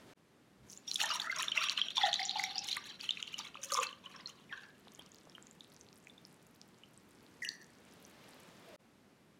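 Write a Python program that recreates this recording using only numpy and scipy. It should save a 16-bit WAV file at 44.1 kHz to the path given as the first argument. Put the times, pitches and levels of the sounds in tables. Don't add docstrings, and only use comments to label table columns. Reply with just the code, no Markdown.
import sys
import numpy as np
from scipy import signal
from scipy.fft import rfft, irfft, next_fast_len
from scipy.io import wavfile
from scipy.ndimage import uniform_filter1d, map_coordinates

SR = 44100
rng = np.random.default_rng(int(sys.argv[2]) if len(sys.argv) > 2 else 0)


def elevation(decibels):
    levels = np.asarray(decibels, float)
    return 10 ** (levels / 20)


def unload_wav(signal):
    wavfile.write(
        sys.argv[1],
        SR,
        np.round(np.clip(np.atleast_2d(signal).T, -1, 1) * 32767).astype(np.int16),
    )


N = 414099


def unit(x):
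    return x / np.sqrt(np.mean(x ** 2) + 1e-20)


def along(points, hz):
    f, v = np.transpose(points)
    return np.interp(np.log(hz + 1), np.log(f + 1), v)


def curve(points, off=None):
    s, v = np.transpose(points)
    return np.interp(np.arange(N) / SR, s, v, off, off)


def wobble(rate):
    knots = rng.standard_normal(int(N * rate / SR) + 4)
    return map_coordinates(knots, [np.arange(N) * rate / SR])


def coloured(x, spectrum):
    m = next_fast_len(N + 8192)
    gain = elevation(along(spectrum, np.fft.rfftfreq(m, 1 / SR)))
    return irfft(rfft(x, m) * gain, m)[:N]


def rings(s, db, hz, t60, rise, glide, size):
    s, db, hz, t60, glide = (v[:, None] for v in np.broadcast_arrays(s, db, hz, t60, glide))
    t = np.arange(size) / SR
    swell = (1 - np.exp(-t * hz / rise)) ** 2
    bend = 1 + glide * np.minimum(t / t60, 1)
    wave = elevation(db - 60 * t / t60) * swell * np.sin(2 * np.pi * hz * t * bend)
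    first = np.round((s - 2 * rise / hz) * SR).astype(int)
    at = np.clip(first + np.arange(size), 0, N)
    return np.bincount(at.ravel(), wave.ravel(), N + 1)[:N]


def swarm(count, hz, spread, cycles, spike_db, size, rise=1.6):
    when, big = rng.random((2, count))
    pitch = hz[(when * N).astype(int)] * np.exp(spread * rng.standard_normal(count))
    pitch = np.minimum(pitch, 15000)
    db = -spike_db * np.log(big + 0.014)
    glide = rng.normal(0.039, 0.04, count)
    return unit(rings(when * N / SR, db, pitch, cycles / pitch, rise, glide, size))


def stream():
    # start_s, length_s, small_bubbles_db, gurgle_db, spray_db
    gushes = [(0.657, 0.093, -71, -87, -66.5), (0.865, 0.12, -47.5, -61.5, -52),
              (0.982, 0.14, -34, -39.5, -53.5), (1.149, 0.095, -54, -44.5, -64.5),
              (1.305, 0.025, -45.5, -57.5, -64), (1.348, 0.083, -38.5, -37.5, -56.5),
              (1.51, 0.16, -31.5, -38, -57), (1.767, 0.042, -36, -45, -69),
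              (1.87, 0.024, -53.5, -68.5, -73.5), (1.952, 0.14, -34.5, -44, -63),
              (2.188, 0.11, -42.5, -87, -83.5), (2.342, 0.14, -37, -53.5, -63.5),
              (2.549, 0.028, -35.5, -58.5, -60.5), (2.678, 0.035, -33, -72, -55.5),
              (2.756, 0.017, -48.5, -42, -73.5), (3.012, 0.11, -58, -72, -68.5),
              (3.355, 0.06, -45.5, -49, -61.5), (3.613, 0.13, -50, -56.5, -54.5),
              (3.694, 0.16, -45, -48.5, -62), (4.045, 0.039, -59, -58.5, -78),
              (4.137, 0.022, -55, -51, -90), (4.255, 0.052, -53.5, -55, -70.5),
              (4.504, 0.13, -58.5, -54.5, -83), (4.983, 0.03, -59, -59, -99), (7.415, 0.045, -68, -87, -60)]
    # time_s, relative level_db of its small bubbles
    trickle = [(.62, -87), (.86, -62.5), (1, -65.5), (2.6, -50), (3.3, -48), (3.5, -56), (4.4, -67.5),
               (5.7, -74.5)]
    # time_s, pitch_hz
    small_pitch = [(1.0, 3210), (1.7, 2960), (2.3, 3730), (3.2, 3055)]
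    attack_s, fall_db_per_s = 0.018, 225.5
    t = np.arange(N) / SR

    flow = elevation([[0], [-12], [-26.5]]) * elevation(curve(trickle, -120))
    for s, length, *dbs in gushes:
        attack = np.clip((t - s) / attack_s, 0, 1)
        fall = elevation(-fall_db_per_s * np.clip(t - s - length, 0, 1))
        flow = flow + elevation(dbs)[:, None] * attack * fall

    clump = wobble(45)
    flat = np.ones(N)
    small = swarm(count=8500, hz=curve(small_pitch), spread=0.16, cycles=70, spike_db=4.0, size=450)
    gurgle = swarm(count=2500, hz=1400 * flat, spread=0.2574, cycles=38.6, spike_db=3.5, size=1300)
    bubbles = flow[0] * elevation(4.57 * clump) * small + flow[1] * elevation(3.77 * clump) * gurgle

    drops = swarm(count=3200, hz=9500 * flat, spread=0.37, cycles=12, spike_db=1.5, size=120, rise=0.34)
    hiss = unit(np.diff(rng.standard_normal(N + 1)))
    spray = flow[2] * elevation(6.5 * clump + 3.5 * wobble(67)) * (drops + 0.85 * hiss)
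    return bubbles, spray


def jet_rush(bubbles):
    # frequency_hz, level_db
    rush_colour = [(1000, -12.5), (2400, 5), (3300, -12), (4500, -15.5), (8000, -30.5)]
    churn = uniform_filter1d(np.abs(bubbles), size=900) * rng.standard_normal(N)
    return churn, 0.88 * coloured(churn, rush_colour)


def clear_rings():
    # peak_s, relative level_db, pitch_hz, t60_ms
    ring_list = [(0.7, -35, 6200, 4), (0.775, -42.5, 6940, 9.9), (0.878, -43, 3620, 40),
                 (0.88, -41, 5620, 93), (0.915, -16, 4060, 4.5), (0.958, -26.5, 3410, 19),
                 (1.016, -17, 2700, 5.4), (1.037, -22.5, 6940, 4.5), (1.038, -34.5, 838, 59),
                 (1.042, -27, 1770, 25), (1.104, -36, 1240, 62), (1.112, -30.5, 2850, 46),
                 (1.199, -24.5, 3490, 10.6), (1.218, -29, 4460, 15.4), (1.298, -29, 2030, 34),
                 (1.327, -30.5, 1580, 31), (1.363, -29, 6400, 10.5), (1.431, -19.5, 3000, 4.8),
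                 (1.483, -22, 3540, 8.2), (1.519, -26, 3000, 23), (1.577, -24, 2725, 28),
                 (1.906, -29.5, 3380, 8.3), (1.687, -22.5, 2730, 11), (1.697, -13.5, 4350, 4.9),
                 (1.777, -26, 2990, 18), (1.816, -22.5, 3140, 22), (1.885, -29.5, 3220, 13),
                 (1.97, -17, 3530, 4.4), (1.981, -27, 1030, 24), (1.981, -23.5, 3380, 21),
                 (2.034, -26, 3360, 34), (2.038, -24.5, 807, 66), (2.053, -27.5, 3930, 18),
                 (2.131, -17.5, 3350, 9.4), (2.142, -12.5, 3620, 4.3), (2.158, -29.5, 3920, 33),
                 (2.195, -30, 2030, 20), (2.218, -34, 2085, 20), (2.253, -31, 6950, 10.5),
                 (2.295, -15.5, 3770, 4.3), (2.311, -20, 3670, 4.8), (2.397, -20.5, 2040, 8.2),
                 (2.439, -24, 2080, 14.3), (2.582, -19, 4980, 5.1), (2.591, -22, 5600, 3.3),
                 (2.714, -32.5, 3960, 33), (2.729, -27, 4040, 10.6), (2.77, -23.5, 2030, 9.1),
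                 (3.011, -31.5, 4550, 5.9), (3.092, -24, 3070, 18), (3.108, -20, 3600, 8.5),
                 (3.173, -29.5, 2540, 13), (3.228, -21.5, 2940, 5), (3.278, -34.5, 2850, 16),
                 (3.342, -33.5, 2950, 23), (3.391, -24, 5800, 3), (3.545, -44, 2910, 17),
                 (3.556, -36, 1210, 14), (3.572, -38.5, 2560, 11.5), (3.721, -30.5, 4380, 11),
                 (3.722, -32.5, 1202, 31), (3.744, -14.5, 5400, 2.8), (3.751, -31, 1127, 29),
                 (3.774, -24, 6800, 2.2), (3.776, -22, 1250, 11), (3.79, -20, 1142, 36),
                 (3.801, -31, 6980, 10), (3.869, -31, 4300, 8.9), (3.891, -37.5, 3050, 12),
                 (3.929, -39.5, 3010, 12), (4.06, -46.5, 3000, 52), (4.163, -42.5, 5430, 7.5),
                 (4.259, -38.5, 4130, 28), (4.274, -30.5, 5160, 4.4), (4.298, -42, 3030, 18),
                 (4.527, -35.5, 3170, 6.9), (4.578, -35.5, 3250, 4.4), (4.995, -45, 3190, 27),
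                 (5.351, -47, 3100, 28), (5.608, -36.5, 3770, 7.1), (6.072, -35, 2370, 6.7),
                 (6.098, -49.5, 3490, 20), (6.18, -55, 3580, 23), (6.836, -45, 2980, 19),
                 (7.449, -34, 2835, 24), (7.49, -20.5, 4370, 5.1)]
    s, db, hz, t60_ms = np.transpose(ring_list)
    t60 = t60_ms / 1000
    chance = rng.standard_normal((len(s), 4))
    tone = rings(s, db + 5.5, hz, t60, rise=1.2, glide=.03, size=3000)
    second_s = s + 0.0009 * np.abs(chance[:, 0])
    detuned_hz = hz * np.exp(.07 * chance[:, 1])
    tone += rings(second_s, db + 1.0, detuned_hz, t60, rise=1.394, glide=0.015 * chance[:, 2], size=3000)
    tick_db = db - 11.5 + 3 * chance[:, 3]
    tick = rings(s - 4 / hz, tick_db, 7000, .0012, rise=0.2, glide=0, size=64)
    return tone, tick


def pockets():
    # start_s, relative level_db, first_hz, settled_hz, t60_s
    air_pockets = [(0.998, -57, 640, 646, 2.9), (1.01, -45, 799, 1244, 0.63),
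                   (1.24, -44.5, 1600, 2290, 0.36), (1.271, -37.5, 1373, 1636, 0.2),
                   (1.563, -51, 1158, 1206, 0.65), (1.97, -46, 985.6, 782, 1.5),
                   (2.01, -39.5, 2070, 1883, 0.55), (2.057, -35.5, 754.5, 696.4, 0.22),
                   (2.199, -42, 771, 780, 0.44), (2.357, -40.5, 821, 795.6, 0.66),
                   (3.54, -64, 548, 547, 2.6), (3.718, -48.5, 541, 538, 0.39),
                   (3.78, -39.5, 512, 505, 0.15), (3.698, -52, 1227, 1179, 0.44),
                   (3.769, -35.5, 1134, 1100, 0.34), (4.038, -53, 1060, 1079, 0.17),
                   (4.139, -61, 1070, 1077, 1.1), (4.494, -49, 2620, 1653, 0.55),
                   (4.526, -48, 1573, 1665, 0.39), (7.42, -41, 2035, 1820, 0.43),
                   (7.44, -51.5, 5940, 5870, 0.4), (7.49, -62, 4440, 4460, 0.54)]
    sink_s, climb_s, swell_cycles, jostle_db = .014, .07, 2.2, 3
    out = np.zeros(N)
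    for s, db, first_hz, settled_hz, t60 in air_pockets:
        t = np.maximum(np.arange(N) / SR - s, 0)
        slide_s = sink_s if first_hz > settled_hz else climb_s
        pitch = settled_hz + (first_hz - settled_hz) * np.exp(-t / slide_s)
        phase = np.cumsum(2 * np.pi * pitch / SR)
        swell = (1 - np.exp(-t * first_hz / swell_cycles)) * elevation(db - 60 * t / t60)
        rate = min(.18 * settled_hz, 600)
        out += swell * ((.5 + wobble(rate)) * np.sin(phase) + wobble(rate) * np.cos(phase))
    return out * elevation(jostle_db * wobble(55))


def ticks():
    # peak_s, relative level_db
    sharp_ticks = [(0.9433, -29.5), (0.959, -29.5), (1.0311, -31), (1.058, -34), (1.1378, -35),
                   (1.2017, -40), (1.3857, -36), (1.4242, -27.5), (1.9594, -42), (2.4374, -34),
                   (2.6728, -34), (2.7671, -32), (3.7199, -33.5), (3.7369, -31.5), (6.4668, -55),
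                   (7.43, -47.5), (7.448, -36.5), (7.488, -41)]
    s, db = np.repeat(sharp_ticks, 8, axis=0).T
    chance = rng.standard_normal((len(s), 3))
    hz = np.clip(10140 * np.exp(0.36 * chance[:, 0]), 3000, 14500)
    late_s = s + 0.00044 * np.abs(chance[:, 1])
    return rings(late_s, db - 4.5 + 3 * chance[:, 2], hz, t60=0.0084, rise=0.51, glide=0, size=300)


def plops():
    # peak_s, relative level_db
    blunt_plops = [(3.553, -46), (4.142, -48), (4.873, -43), (4.993, -40), (5.273, -42), (5.382, -42)]
    s, db = np.transpose(blunt_plops)
    hz = 920 * np.exp(0.36 * rng.standard_normal(len(s)))
    return rings(s, db + 9.5, hz, t60=0.0038, rise=0.21, glide=0, size=600)


def foam():
    # time_s, relative level_db
    froth_level = [(3.9, -77), (5, -57.5), (7.3, -59), (8.76, -56.5)]
    # peak_s, relative level_db
    film_pops = [(4.9492, -45.5), (5.1187, -48), (5.1584, -53), (5.2974, -48), (5.4257, -47), (5.4694, -47),
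                 (5.5114, -47.5), (5.8113, -45), (6.2514, -43), (6.9765, -48.5), (8.051, -46)]
    rising_hz = np.linspace(4000, 9000, N)
    crackle = swarm(count=550, hz=rising_hz, spread=0.42, cycles=8.7, spike_db=4.0, size=100, rise=.4)
    s, db = np.transpose(film_pops)
    hz = 6050 * np.exp(0.16 * rng.standard_normal(len(s)))
    pops = rings(s, db + 9, hz, t60=0.0044, rise=0.63, glide=0, size=300)
    return elevation(curve(froth_level, -120) - 15 + 2.2 * wobble(7.1)) * crackle + pops


def glass(knocks):
    # pitch_hz, relative level_db, t60_s
    wall_modes = [(2650, -8.5, 0.14), (5670, 4, 0.042), (9600, -12.5, 0.066), (11500, -11, 0.043)]
    damping_db_per_s_khz = 0.65
    t, clock = np.arange(SR // 5) / SR, np.arange(N) / SR
    out = np.zeros(N)
    for hz, db, t60 in wall_modes:
        drive_db = 4.1 * wobble(24.94) - 40 - damping_db_per_s_khz * clock * hz / 1000
        ring = elevation(db - 60 * t / t60) * np.sin(2 * np.pi * hz * t)
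        out += signal.fftconvolve(knocks * elevation(drive_db), ring)[:N]
    return out


def through_mouth(x):
    # frequency_hz, level_db
    mouth_colour = [(100, -27), (500, -9), (2000, -7), (2450, -10), (3300, -9.5), (5000, 1), (6500, 9),
                    (8200, -6), (9200, -1.5), (15000, -12)]
    return coloured(x, mouth_colour)


def kitchen(x):
    # frequency_hz, t60_s
    room_decay = [(300, 0.51), (2000, 0.33), (6000, 0.18), (14000, 0.088)]
    hz, t, z = signal.stft(rng.standard_normal(SR // 2), SR, nperseg=256)
    decay = elevation(-60 * t / along(room_decay, hz)[:, None])
    tail = signal.istft(z * decay, SR, nperseg=256)[1]
    delayed = np.pad(x, (250, 0))
    return signal.fftconvolve(delayed, tail / np.linalg.norm(tail))[:N]


def thuds():
    # centre_s, level_db of each ring, pitch_hz, t60_s
    soft_pushes = [(.635, -55, 91, 0.21), (8.7, -52.5, 520, 0.17)]
    s, db, hz, t60 = np.repeat(soft_pushes, 6, axis=0).T
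    chance = rng.standard_normal((len(s), 2))
    pitch = hz * np.exp(0.2 * chance[:, 1])
    return rings(s + .02 * chance[:, 0], db, pitch, t60, rise=1.89, glide=0, size=6000)


def background():
    # start_s, level_db
    tone_levels = [(0, -60.5), (.135, -66.5), (0.631, -63), (8.762, -66)]
    # frequency_hz, relative level_db_per_hz
    tone_colour = [(25, -43.5), (43, -23), (99, -12), (194, -4), (261, -7.5), (392, -10.5), (672, -17.5),
                   (1780, -21.5), (12000, -37.5), (15800, -47)]
    # time_s, level_db
    rustle_curves = [
        [(0, -65), (.05, -90.5), (.07, -65), (.135, -64)],
        [(7.6, -76), (7.9, -66.5), (8.3, -61.5), (8.6, -63), (8.76, -59.5)],
    ]
    # frequency_hz, relative level_db_per_hz
    rustle_colour = [(120, -27), (200, -9), (469, -4.5), (890, -7.5), (3500, -12.5), (14000, -32)]
    start, db = np.transpose(tone_levels)
    level_db = db[np.searchsorted(start, np.arange(N) / SR, "right") - 1]
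    unsteady_db = .7 * wobble(5.5)
    tone = elevation(level_db + unsteady_db) * unit(coloured(rng.standard_normal(N), tone_colour))
    rustle_level = sum(elevation(curve(points, -120)) for points in rustle_curves)
    return tone + rustle_level * unit(coloured(rng.standard_normal(N), rustle_colour))


def fades():
    drop_times = [.135, 8.762]
    t = np.arange(N) / SR
    gain = np.ones(N)
    for s in drop_times:
        swell = np.clip(0.018 + (t - s) / 0.042, 0, 1) ** 3.3
        gain *= np.where(t < s, 1, swell)
    return gain


def scene():
    tone, tick = clear_rings()
    bubbles, spray = stream()
    churn, rush = jet_rush(bubbles)
    splash = bubbles + rush + tick + spray + ticks()
    wall = glass(splash + churn)
    milk = tone + pockets() + plops() + foam() + through_mouth(splash + wall)
    milk = milk + elevation(-14.5) * kitchen(milk)
    return np.tile((milk + background() + thuds()) * fades(), (2, 1))


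def top_cut(x):
    return signal.sosfilt(signal.butter(12, 16440, fs=SR, output="sos"), x)


def record(dry):
    m = next_fast_len(N)
    passed = np.fft.rfftfreq(m, 1 / SR) < 15900
    limited = irfft(rfft(dry, m) * passed, m)[:, :N]
    return top_cut(limited)


dry = scene()
out = record(dry)
unload_wav(out)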